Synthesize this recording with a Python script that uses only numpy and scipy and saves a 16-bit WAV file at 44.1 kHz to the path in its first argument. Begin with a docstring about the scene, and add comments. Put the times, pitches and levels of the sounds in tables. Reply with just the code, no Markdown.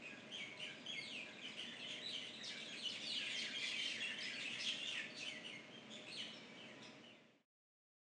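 """Dawn chorus among palms

Birds in tall palms beside a large building whistle, slur and rasp over one another. Each call is a
sine wave on a pitch curve, with overtones and a chance shake that makes it hoarse. Nearer birds stand
out from a loose far crowd; walls and trees throw the calls back as scattered echoes. Distant machinery
drones underneath as shaped noise with wavering fan tones, and everything fades out at the end."""
import sys
import numpy as np
from scipy import signal
from scipy.fft import rfft, irfft, next_fast_len
from scipy.io import wavfile

SR = 44100
rng = np.random.default_rng(int(sys.argv[2]) if len(sys.argv) > 2 else 0)


def transcribe(signal):
    """Save signal, clipped to [-1, 1], as a 16-bit WAV file at the path in sys.argv[1]."""
    frames = np.atleast_2d(signal).T
    limited = np.clip(frames, -1, 1)
    pcm = np.round(limited * 32767).astype(np.int16)
    wavfile.write(sys.argv[1], SR, pcm)


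N = 354123
TIME = np.arange(N) / SR  # s

# Bird calls: t is the start; levels are those of the call itself, before echoes and mixing. Hooks: a note lifts
# (or droops, if negative), drops quickly and lands lower. t/s, hold/s, drop/s, lift/octaves, top f/Hz, landing
# f/Hz, top level/dB, landing level/dB, roughness/0-1, added overtone level/dB
HOOK_CALLS = [(0.3, 0.066, .092, 0.21, 3260, 2154, -51.5, -48.5, 0.26, -2.5),
              (0.581, 0.06, 0.065, 0.25, 3013, 2200, -51, -59, 0.21, -2),
              (0.864, 0.05, 0.092, 0.27, 3387, 2103, -49, -49, 0.03, -1),
              (1.41, 0.012, 0.044, -0.0042, 3460, 2980, -57.5, -49.5, 0.2, -4),
              (1.558, 0.076, 0.034, 0.11, 3005, 2200, -50.5, -63.5, 0.57, -5),
              (1.788, 0.013, 0.062, -0.017, 4170, 2965, -58, -50, 0.25, -27),
              (1.86, 0.054, .042, -0.036, 3303, 2000, -52, -60.5, 0.36, -3),
              (2.066, 0.042, 0.075, 0.081, 4115, 2990, -55, -44.5, 0.47, -0.5),
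              (2.754, 0.058, .075, 0.048, 4190, 2918, -54.5, -44, 0.35, 1),
              (4.4, 0.02, 0.06, -.05, 3490, 2604, -58.5, -49.5, 0.4, -0.5),
              (4.582, 0.05, 0.082, -0.0079, 5230, 3074, -58, -43, .42, 2.5),
              (5.164, .025, 0.053, -0.062, 4380, 2450, -54.5, -48, 0.16, 0.5),
              (5.43, 0.058, 0.054, -0.0067, 2887, 2210, -51.5, -57.5, 0.41, -4.5),
              (5.892, 0.067, 0.031, -0.032, 3333, 2150, -56, -51.5, 0.58, -1.5),
              (6.099, 0.06, 0.07, -0.12, 4150, 2920, -54.5, -45.5, 0.3, 1)]
# how sharply the drop levels out, and how rounded its top is
HOOK_CURVE, HOOK_SHOULDER = 6, 1.3
# dip in mid-drop and swell on the way up
HOOK_DIP_DB, HOOK_SWELL_DB = 3.5, 1
# share of roughness lost on landing, and share of the drop spread evenly over its whole length
HOOK_CLEARS, HOOK_SAG = .4, 0.17

# Slides: a level note tips over and glides down.
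# t/s, hold/s, slide/s, top f/Hz, end f/Hz, top level/dB, end level/dB, roughness/0-1,
# added overtone level/dB
SLIDE_CALLS = [(0.951, 0.043, .24, 4615, 2320, -57, -52, 0.06, 3.5),
               (3.048, 0.012, 0.21, 4645, 2396, -48, -49, 0.04, 1.5),
               (3.138, .018, 0.053, 4790, 4300, -57.5, -59, 0, -4),
               (3.305, 0.005, 0.049, 2375, 2090, -50, -54.5, 0.09, 8),
               (3.591, 0.05, 0.16, 3450, 2270, -55, -48.5, 0.13, 0),
               (3.916, .005, 0.086, 2400, 1790, -50.5, -58.5, 0.18, 3),
               (4.834, 0.048, 0.12, 3190, 2078, -49.5, -54.5, 0.74, -1.5),
               (4.937, .005, 0.073, 2047, 1710, -56, -52, .35, -1),
               (5.275, .005, 0.1, 2310, 1930, -52, -60, 0, 3),
               (6.17, .008, 0.065, 2500, 1746, -57.5, -62, 0.18, -0.5),
               (6.558, 0.045, 0.062, 3050, 2420, -59.5, -65, 0.37, -11),
               (6.644, .008, .09, 2310, 1848, -67.5, -64, 0.16, 3.5),
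               (7.014, 0.056, 0.13, 2996, 1975, -60, -69, 0.2, -8)]
SLIDE_CURVE, SLIDE_SHOULDER = 2, 1.5  # a slide tips over and levels out only gently
# how much the pitch quavers while a slide or a hook is falling
SLIDE_QUAVER, HOOK_QUAVER = .028, .055

# Whips, steep downward sweeps: t/s, length/s, start f/Hz, end f/Hz, level/dB
WHIP_CALLS = [(.372, .03, 2998, 2340, -56), (2.425, 0.09, 6980, 2490, -51), (2.61, 0.024, 3600, 2200, -53),
              (2.72, 0.04, 3100, 2050, -53), (2.878, 0.098, 6200, 1950, -52.5),
              (3.345, 0.1, 6800, 2700, -51.5), (3.412, .028, 3500, 1900, -48),
              (4.204, 0.022, 5100, 3580, -51), (4.279, .022, 2907, 2133, -54),
              (4.666, .035, 3518, 2353, -49)]
WHIP_ROUGH, WHIP_JITTER, WHIP_BRIGHT_DB, WHIP_SWELL_DB = .45, .115, -1, 3.5

# Pips, clear and nearly level: t/s, length/s, f/Hz, level/dB
PIP_CALLS = [(0.051, 0.038, 2488, -53.5), (.73, 0.2, 4850, -74), (.862, 0.014, 3080, -49),
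             (1.433, 0.16, 5010, -73), (1.794, 0.049, 2680, -55.5), (2.215, 0.018, 2025, -59),
             (2.495, 0.086, 2306, -57.5), (2.672, 0.067, 6600, -67.5), (2.676, 0.062, 3290, -55.5),
             (3.097, 0.043, 2880, -50), (3.152, 0.043, 3030, -51.5), (3.337, 0.075, 3160, -48.5),
             (3.542, 0.048, 3220, -48), (3.52, 0.067, 2193, -57), (3.622, 0.047, 2054, -46.5),
             (3.682, 0.02, 2810, -49), (3.775, 0.092, 2150, -57), (4.0, 0.049, 3335, -48),
             (4.018, 0.049, 2726, -44), (4.07, 0.05, 2860, -52.5), (4.179, 0.051, 3110, -52),
             (4.222, 0.036, 5080, -52), (4.248, 0.046, 2020, -51.5), (4.452, 0.046, 2590, -49.5),
             (4.589, 0.054, 5210, -56.5), (4.78, 0.064, 2765, -51), (4.99, 0.032, 2220, -54.5),
             (5.092, 0.098, 4480, -62), (5.252, 0.049, 3007, -50.5), (5.527, 0.041, 2160, -54),
             (6.328, 0.067, 5400, -65.5), (6.467, 0.12, 2276, -66), (6.845, 0.041, 5100, -68.5),
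             (7.128, .05, 3590, -68)]
PIP_FALL_OCTAVES, PIP_ROUGH, PIP_BRIGHT_DB = 0.035, 0.2, -4

# Rasps, hoarse and sagging: t/s, length/s, f/Hz, level/dB
RASP_CALLS = [(.01, 0.087, 2480, -58.5), (0.593, 0.076, 2396, -55), (2.197, 0.071, 2993, -55.5),
              (2.559, .06, 3700, -55.5), (2.637, .04, 3790, -57), (3.006, 0.06, 3600, -54),
              (3.008, 0.046, 5350, -58.5), (3.202, .07, 3400, -56.5), (3.282, 0.07, 3445, -51.5),
              (3.438, 0.05, 3230, -59), (4.059, 0.075, 1888, -55), (4.178, 0.044, 2070, -53.5),
              (4.217, 0.084, 3200, -54), (4.358, 0.067, 2404, -53), (4.502, 0.052, 3120, -53.5),
              (4.505, 0.12, 2054, -55.5), (4.598, 0.067, 5940, -59.5), (4.672, 0.026, 2540, -50),
              (6.059, 0.053, 2633, -55.5), (6.8, 0.067, 3550, -62.5), (6.815, .06, 2460, -65.5),
              (6.819, 0.05, 5430, -68)]
RASP_FALL_OCTAVES, RASP_ROUGH, RASP_BRIGHT_DB = .22, 0.623, -4

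# A soft low note that one bird repeats: t/s, level/dB
LOW_CALLS = [(.09, -64), (0.657, -62.5), (1.252, -64), (2.497, -63), (2.675, -66), (3.18, -59.5),
             (3.435, -58), (4.29, -59.5)]
LOW_S, LOW_HZ, LOW_FALL_OCTAVES, LOW_ROUGH, LOW_BRIGHT_DB = 0.073, 1637, .13, 0.3, -4.5

# Arches, whistles that rise and ease down again:
# t/s, length/s, top f/Hz, rise and fall/octaves, level/dB
ARCH_CALLS = [(1.659, 0.059, 3520, 0.058, -58), (2.011, 0.075, 3975, 0.142, -51.5),
              (2.41, 0.03, 3900, 0.13, -55), (3.773, 0.1, 3150, 0.058, -47.5),
              (3.885, .075, 3130, 0.033, -54.5), (4.324, .05, 4450, 0.039, -60.5),
              (4.815, 0.11, 3616, 0.18, -51), (5.7, .095, 3197, 0.11, -63)]
ARCH_ROUGH, ARCH_BRIGHT_DB = .1, -4

# Screeches, harsh scolding in a wide hiss of pitch: t/s, length/s, centre f/Hz, level/dB
SCREECH_CALLS = [(1.44, 0.066, 2360, -56.5), (1.871, 0.073, 2920, -55), (3.368, 0.056, 4490, -55.5),
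                 (3.559, .17, 4300, -54.5), (3.76, 0.17, 3650, -52), (3.83, .11, 5300, -58.5),
                 (4.391, 0.053, 3500, -52.5), (4.568, .1, 4300, -55), (5.143, 0.066, 3700, -58),
                 (5.162, 0.072, 5740, -60.5), (5.217, .09, 2817, -55)]
SCREECH_ROUGH, SCREECH_JITTER, SCREECH_FALL_OCTAVES, SCREECH_BRIGHT_DB = .7, .17, .12, -2
FAST_SHAKE_HZ = 507  # shake of screeches and whips

# Twitters, runs of quick flicks: t/s, length/s, first f/Hz, last f/Hz, level/dB
TWITTER_CALLS = [(3.235, .06, 2950, 2600, -49.5), (3.591, 0.072, 3380, 3450, -55),
                 (3.869, 0.07, 3000, 2400, -52), (4.206, .12, 2600, 2200, -55),
                 (4.485, 0.074, 2820, 2950, -54.5), (4.638, 0.063, 3617, 2700, -47),
                 (4.926, 0.093, 3244, 2150, -52)]
SYLLABLE_S, SYLLABLE_ON = 0.023, 0.7  # repeat time, and the share of it that sounds
SYLLABLE_FALL_OCTAVES, TWITTER_ROUGH, TWITTER_BRIGHT_DB = 0.24, 0.32, -3

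# Basic strength of a bird's overtones, by where they fall in pitch: f/Hz, level/dB
OVERTONE_LEVELS = [(3000, -19), (4500, -18), (5500, -24.5), (6400, -14.5), (7400, -19), (8400, -18),
                   (9300, -27), (11000, -45)]
# share of a perfectly clear note spent swelling and fading, and depth of a rasp's throb
SOFT_SHARE, FLUTTER = .25, 1.25
# every note trembles in loudness: typical depth, and rate
TREMBLE_DB, TREMBLE_HZ = 1.8, 55

# Loudness of the far flock before echoes and mixing: t/s, level/dB
FLOCK_LEVEL = [(0, -68.5), (1.2, -63), (1.9, -57.5), (2.35, -57), (2.7, -63.5), (3.0, -54), (3.3, -54.5),
               (3.8, -50), (4.1, -57), (4.4, -53.5), (4.7, -52.5), (5.08, -70.5), (5.4, -74.5), (5.7, -82),
               (6.2, -59.5), (6.6, -76), (7.4, -89)]
# Time the scattered echoes take to die by 60 dB: f/Hz, ring time/s
ECHO_RING = [(1500, 1), (3000, 0.81), (5000, 0.94), (9000, 0.56)]
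# Tone colour of distant machinery and open air: f/Hz, relative level/dB per Hz
DRONE_COLOUR = [(25, -34.5), (60, -26), (95, -12.5), (125, -1.5), (180, -1), (230, 5.5), (340, -2),
                (620, -3), (850, -10.5), (1400, -11.5), (2600, -7.5), (4500, -20.5), (7000, -25.5),
                (9500, -41.5)]
DRONE_DB = -59
# Wavering fan tones: f/Hz, level/dB
FAN_TONES = [(215, -74), (298, -74), (614, -72), (996, -79.5), (1287, -90)]
# The closing fade: t/s, level/dB
FADE_OUT = [(6.85, 0), (7.05, -3), (7.2, -8), (7.33, -12.5), (7.41, -19), (7.45, -34), (7.47, -100)]
EDGE_HZ = 9850  # top of the sound's band


def near_birds(kinds, count=5):
    """The calls that stand out from the chorus, shared among a few perches."""
    perches = np.zeros((count, N))
    for call, rows in kinds:
        for k, (s, *shape) in enumerate(rows):
            add(perches[k % count], s, call(*shape))
    return perches


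def hook(hold, drop, lift, top_hz, landing_hz, top_db, landing_db, rough, bright_db, duller_db=6):
    """Swells towards its top, dips as it drops, and lands as a purer tone that still sags."""
    early, sharp = descent(hold, drop, HOOK_CURVE, HOOK_SHOULDER)
    even = descent(hold, drop, 1, 1)[1]
    height = (1 - HOOK_SAG) * sharp + HOOK_SAG * even
    hz = landing_hz * (top_hz / landing_hz) ** height * 2 ** (-lift * early ** 2)
    db = landing_db + (top_db - landing_db) * height
    db -= HOOK_DIP_DB * np.sin(np.pi * height)
    db -= HOOK_SWELL_DB * (early - .5) * height
    clearing = rough * (1 - HOOK_CLEARS * (1 - height))
    return note(hz, db, clearing, bright_db - duller_db * (1 - height), quaver=HOOK_QUAVER)


def slide(hold, drop, top_hz, end_hz, top_db, end_db, rough, bright_db, duller_db=7):
    """A level note that tips over and slides down, its overtones weakening."""
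    height = descent(hold, drop, SLIDE_CURVE, SLIDE_SHOULDER)[1]
    hz = end_hz * (top_hz / end_hz) ** height
    db = end_db + (top_db - end_db) * height
    return note(hz, db, rough, bright_db - duller_db * (1 - height), quaver=SLIDE_QUAVER)


def whip(length, start_hz, end_hz, db):
    """One fast, breathy sweep downwards that swells as it falls."""
    hz = np.geomspace(start_hz, end_hz, int(length * SR))
    swelling = db + WHIP_SWELL_DB * np.linspace(-.5, .5, len(hz))
    return note(hz, swelling, WHIP_ROUGH, WHIP_BRIGHT_DB,
                jitter=WHIP_JITTER, quaver=.02, rasp_hz=FAST_SHAKE_HZ)


def pip(length, hz, db):
    """A short clear whistle, its pitch sinking only slightly."""
    return note(glide(length, hz, PIP_FALL_OCTAVES), db, PIP_ROUGH, PIP_BRIGHT_DB)


def rasp(length, hz, db):
    """A hoarse squawk, shaken by chance, that sags in pitch."""
    return note(glide(length, hz, RASP_FALL_OCTAVES), db, RASP_ROUGH, RASP_BRIGHT_DB)


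def low_note(db):
    """A soft low note with the same length and sinking pitch curve each time."""
    return note(glide(LOW_S, LOW_HZ, LOW_FALL_OCTAVES), db, LOW_ROUGH, LOW_BRIGHT_DB)


def arch(length, top_hz, octaves, db):
    """A clear whistle that rises to its top and eases down."""
    u = np.linspace(-1, 1, int(length * SR))
    return note(top_hz * 2 ** (-octaves * u ** 2), db, ARCH_ROUGH, ARCH_BRIGHT_DB)


def screech(length, hz, db):
    """The syrinx (a bird's voice box) shakes so hard that the pitch smears into a wide band."""
    return note(glide(length, hz, SCREECH_FALL_OCTAVES), db, SCREECH_ROUGH, SCREECH_BRIGHT_DB,
                jitter=SCREECH_JITTER, rasp_hz=FAST_SHAKE_HZ)


def twitter(length, first_hz, last_hz, db):
    """A quick run of syllables, each a downward flick with a short gap after it."""
    t = np.arange(int(length * SR)) / SR
    progress = np.minimum(t / SYLLABLE_S % 1 / SYLLABLE_ON, 1)  # through each syllable, 0 to 1
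    hz = np.geomspace(first_hz, last_hz, len(t)) * 2 ** (SYLLABLE_FALL_OCTAVES * (.5 - progress))
    pulses = evened(np.sin(np.pi * progress))
    return note(hz, db, TWITTER_ROUGH, TWITTER_BRIGHT_DB, quaver=0) * pulses


def note(hz, db, rough, bright_db, jitter=0.0986, quaver=.035, rasp_hz=240,
         under_db=-17, half_db=-14, wheeze_db=-18, rolloff_db=2.5):
    """One note: a whistle follows a pitch curve; an unsteady syrinx turns it into a rasp."""
    n = len(hz)
    rates = (rasp_hz, rasp_hz, 1400, TREMBLE_HZ)
    shake, throb, air, tremble = (wander(rate, size=next_fast_len(2 * n))[:n] for rate in rates)
    # a wide slur is never quite smooth
    unsteady = jitter * rough + quaver * abs(np.gradient(np.log(hz))) * n / 2
    phase = 2 * np.pi * np.cumsum(hz * (1 + unsteady * shake)) / SR
    voice = np.sin(phase) * (1 + rough * gain_of(wheeze_db) * air)
    for k in range(2, 5):
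        overtone_db = read(OVERTONE_LEVELS, k * hz) + bright_db - rolloff_db * (k - 2.5)
        low_enough = k * hz < SR / 3
        voice += gain_of(overtone_db) * (1 + rough) * low_enough * np.sin(k * phase)
    # in a harsh note strong and weak cycles alternate: lines half way between the harmonics
    voice += rough * gain_of(under_db) * np.sin(phase / 2)
    between = np.sin(phase + phase / 2) + 0.5 * np.sin(2 * phase + phase / 2)
    voice += rough * gain_of(half_db) * between
    # whistles start crisply; rasps swell in and throb
    swell = signal.windows.tukey(n, np.clip(SOFT_SHARE + np.mean(rough) / 2, 0, 1))
    swell = swell * np.exp(FLUTTER * rough * np.tanh(throb))
    return gain_of(db) * evened(voice * swell * gain_of(TREMBLE_DB * tremble))


def glide(length, hz, fall):
    """Pitch curve that sinks evenly through hz by fall octaves."""
    return hz * 2 ** (fall * np.linspace(.5, -.5, int(max(length, .01) * SR)))


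def descent(hold, drop, curve, shoulder):
    """For a hold, then a drop: share of the hold still to go, and height above the end (1 to 0)."""
    t = np.arange(int((hold + drop) * SR)) / SR
    early = np.clip(1 - t / hold, 0, 1)
    dropped = np.clip((t - hold) / drop, 0, 1)
    return early, (1 - dropped ** shoulder) ** curve


def far_flock(count=340, centre_hz=2700, spread=.36, fall=0.1783, uneven_db=2.0, bright_db=-2):
    """Short, mostly falling notes, clear or hoarse, scattered in time and pitch."""
    out = np.zeros(N)
    for k, (when, span, rough, height) in enumerate(rng.random((count, 4))):
        slope, size = rng.standard_normal(2)
        hz = centre_hz * np.exp(spread * (2 * height - 1))
        pitch = glide(.012 + .025 * span, hz, fall * (1 + slope))
        call = note(pitch, uneven_db * size, .8 * rough, bright_db)
        add(out, (k + when) / count * N / SR, call)
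    return evened(out) * level(FLOCK_LEVEL)


def slaps(x, count=4, first_s=.006, last_s=.038, loss_db=7):
    """A few distinct reflections off the building that double each call, later ones weaker."""
    out = np.zeros(N)
    for k, (place, sign) in enumerate(rng.random((count, 2))):
        late = (k + place) / count
        reflection = np.sign(sign - .5) * gain_of(-loss_db * late) * x
        add(out, first_s + (last_s - first_s) * late, reflection)
    return out / np.sqrt(count)


def grounds(x, near_walls=1.2, walls_s=0.12):
    """Scattered echoes: strong early ones from near trunks and walls, then a tail that dies by pitch."""
    taps = np.zeros(SR)
    at = np.arange(200, SR - 20, 20)
    taps[at + rng.integers(0, 20, len(at))] = rng.standard_normal(len(at))
    hz, t, bands = signal.stft(taps, SR, nperseg=256)
    decay = gain_of(-60 * t / read(ECHO_RING, hz)[:, None])
    early_boost = 1 + near_walls * np.exp(-t / walls_s)
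    tail = signal.istft(bands * decay * early_boost, SR, nperseg=256)[1]
    return signal.fftconvolve(x, tail / np.linalg.norm(tail))[:N]


def machinery(waver_hz=2.5, unsteady_db=3.5):
    """A low rush of air, made of shaped noise, with fan tones wavering in pitch and loudness."""
    colour = gain_of(read(DRONE_COLOUR, np.fft.rfftfreq(N, 1 / SR)))
    rush = irfft(rfft(rng.standard_normal(N)) * colour, N)
    tones = np.zeros(N)
    for hz, db in FAN_TONES:
        pitch = hz + waver_hz * wander(6.1, size=N)
        tone = np.sin(2 * np.pi * np.cumsum(pitch) / SR)
        tones += gain_of(db) * evened(tone * gain_of(unsteady_db * wander(4.5, size=N)))
    return gain_of(DRONE_DB) * evened(rush) + tones


def wander(rate_hz, size):
    """Smooth chance of rms 1 (average strength) that changes up to about rate_hz times a second."""
    hz = np.fft.rfftfreq(size, 1 / SR)
    chance = rng.spawn(1)[0].standard_normal(size)
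    return evened(irfft(rfft(chance) / np.sqrt(1 + (hz / rate_hz) ** 4), size))


def gain_of(db):
    """Decibels to amplitude."""
    return 10 ** (np.asarray(db) / 20)


def evened(x):
    """Scaled to rms 1."""
    return x / np.sqrt(np.mean(x ** 2) + 1e-20)


def read(points, hz):
    """A table's value at hz, on a log-frequency axis."""
    f, value = np.transpose(points)
    return np.interp(np.log(hz + 1), np.log(f + 1), value)


def level(curve):
    """A curve of t/s, level/dB as a gain for every sample."""
    return gain_of(np.interp(TIME, *np.transpose(curve)))


def add(mix, s, sound):
    """Mixes a sound in at time s."""
    part = mix[max(0, round(s * SR)):][:len(sound)]
    part += sound[:len(part)]


def scene(direct_db=-2.5, slap_db=-4.0, echo_db=-2, open_direct_db=-1.3, open_echo_db=-4,
          far_direct_db=-2, far_echo_db=-2):
    """Birds arrive direct and echoed, each perch with its own echoes; pips are the most direct."""
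    sheltered = near_birds([
        (hook, HOOK_CALLS), (slide, SLIDE_CALLS), (whip, WHIP_CALLS), (rasp, RASP_CALLS),
        (low_note, LOW_CALLS), (arch, ARCH_CALLS), (screech, SCREECH_CALLS), (twitter, TWITTER_CALLS)])
    near = np.zeros(N)
    for perch in sheltered:
        near += gain_of(direct_db) * perch
        near += gain_of(slap_db) * slaps(perch)
        near += gain_of(echo_db) * grounds(perch)
    clear = np.zeros(N)
    for perch in near_birds([(pip, PIP_CALLS)], count=2):
        clear += gain_of(open_direct_db) * perch + gain_of(open_echo_db) * grounds(perch)
    flock = far_flock()
    far = gain_of(far_direct_db) * flock + gain_of(far_echo_db) * grounds(flock)
    return (near + clear + far + machinery())[None]


def record(dry):
    """The fade-out, then a low-pass filter that removes the highest treble."""
    low_pass = signal.firwin(401, EDGE_HZ, window=("kaiser", 9), fs=SR)
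    return signal.oaconvolve(dry * level(FADE_OUT), low_pass[None], "same")


dry = scene()
out = record(dry)
transcribe(out)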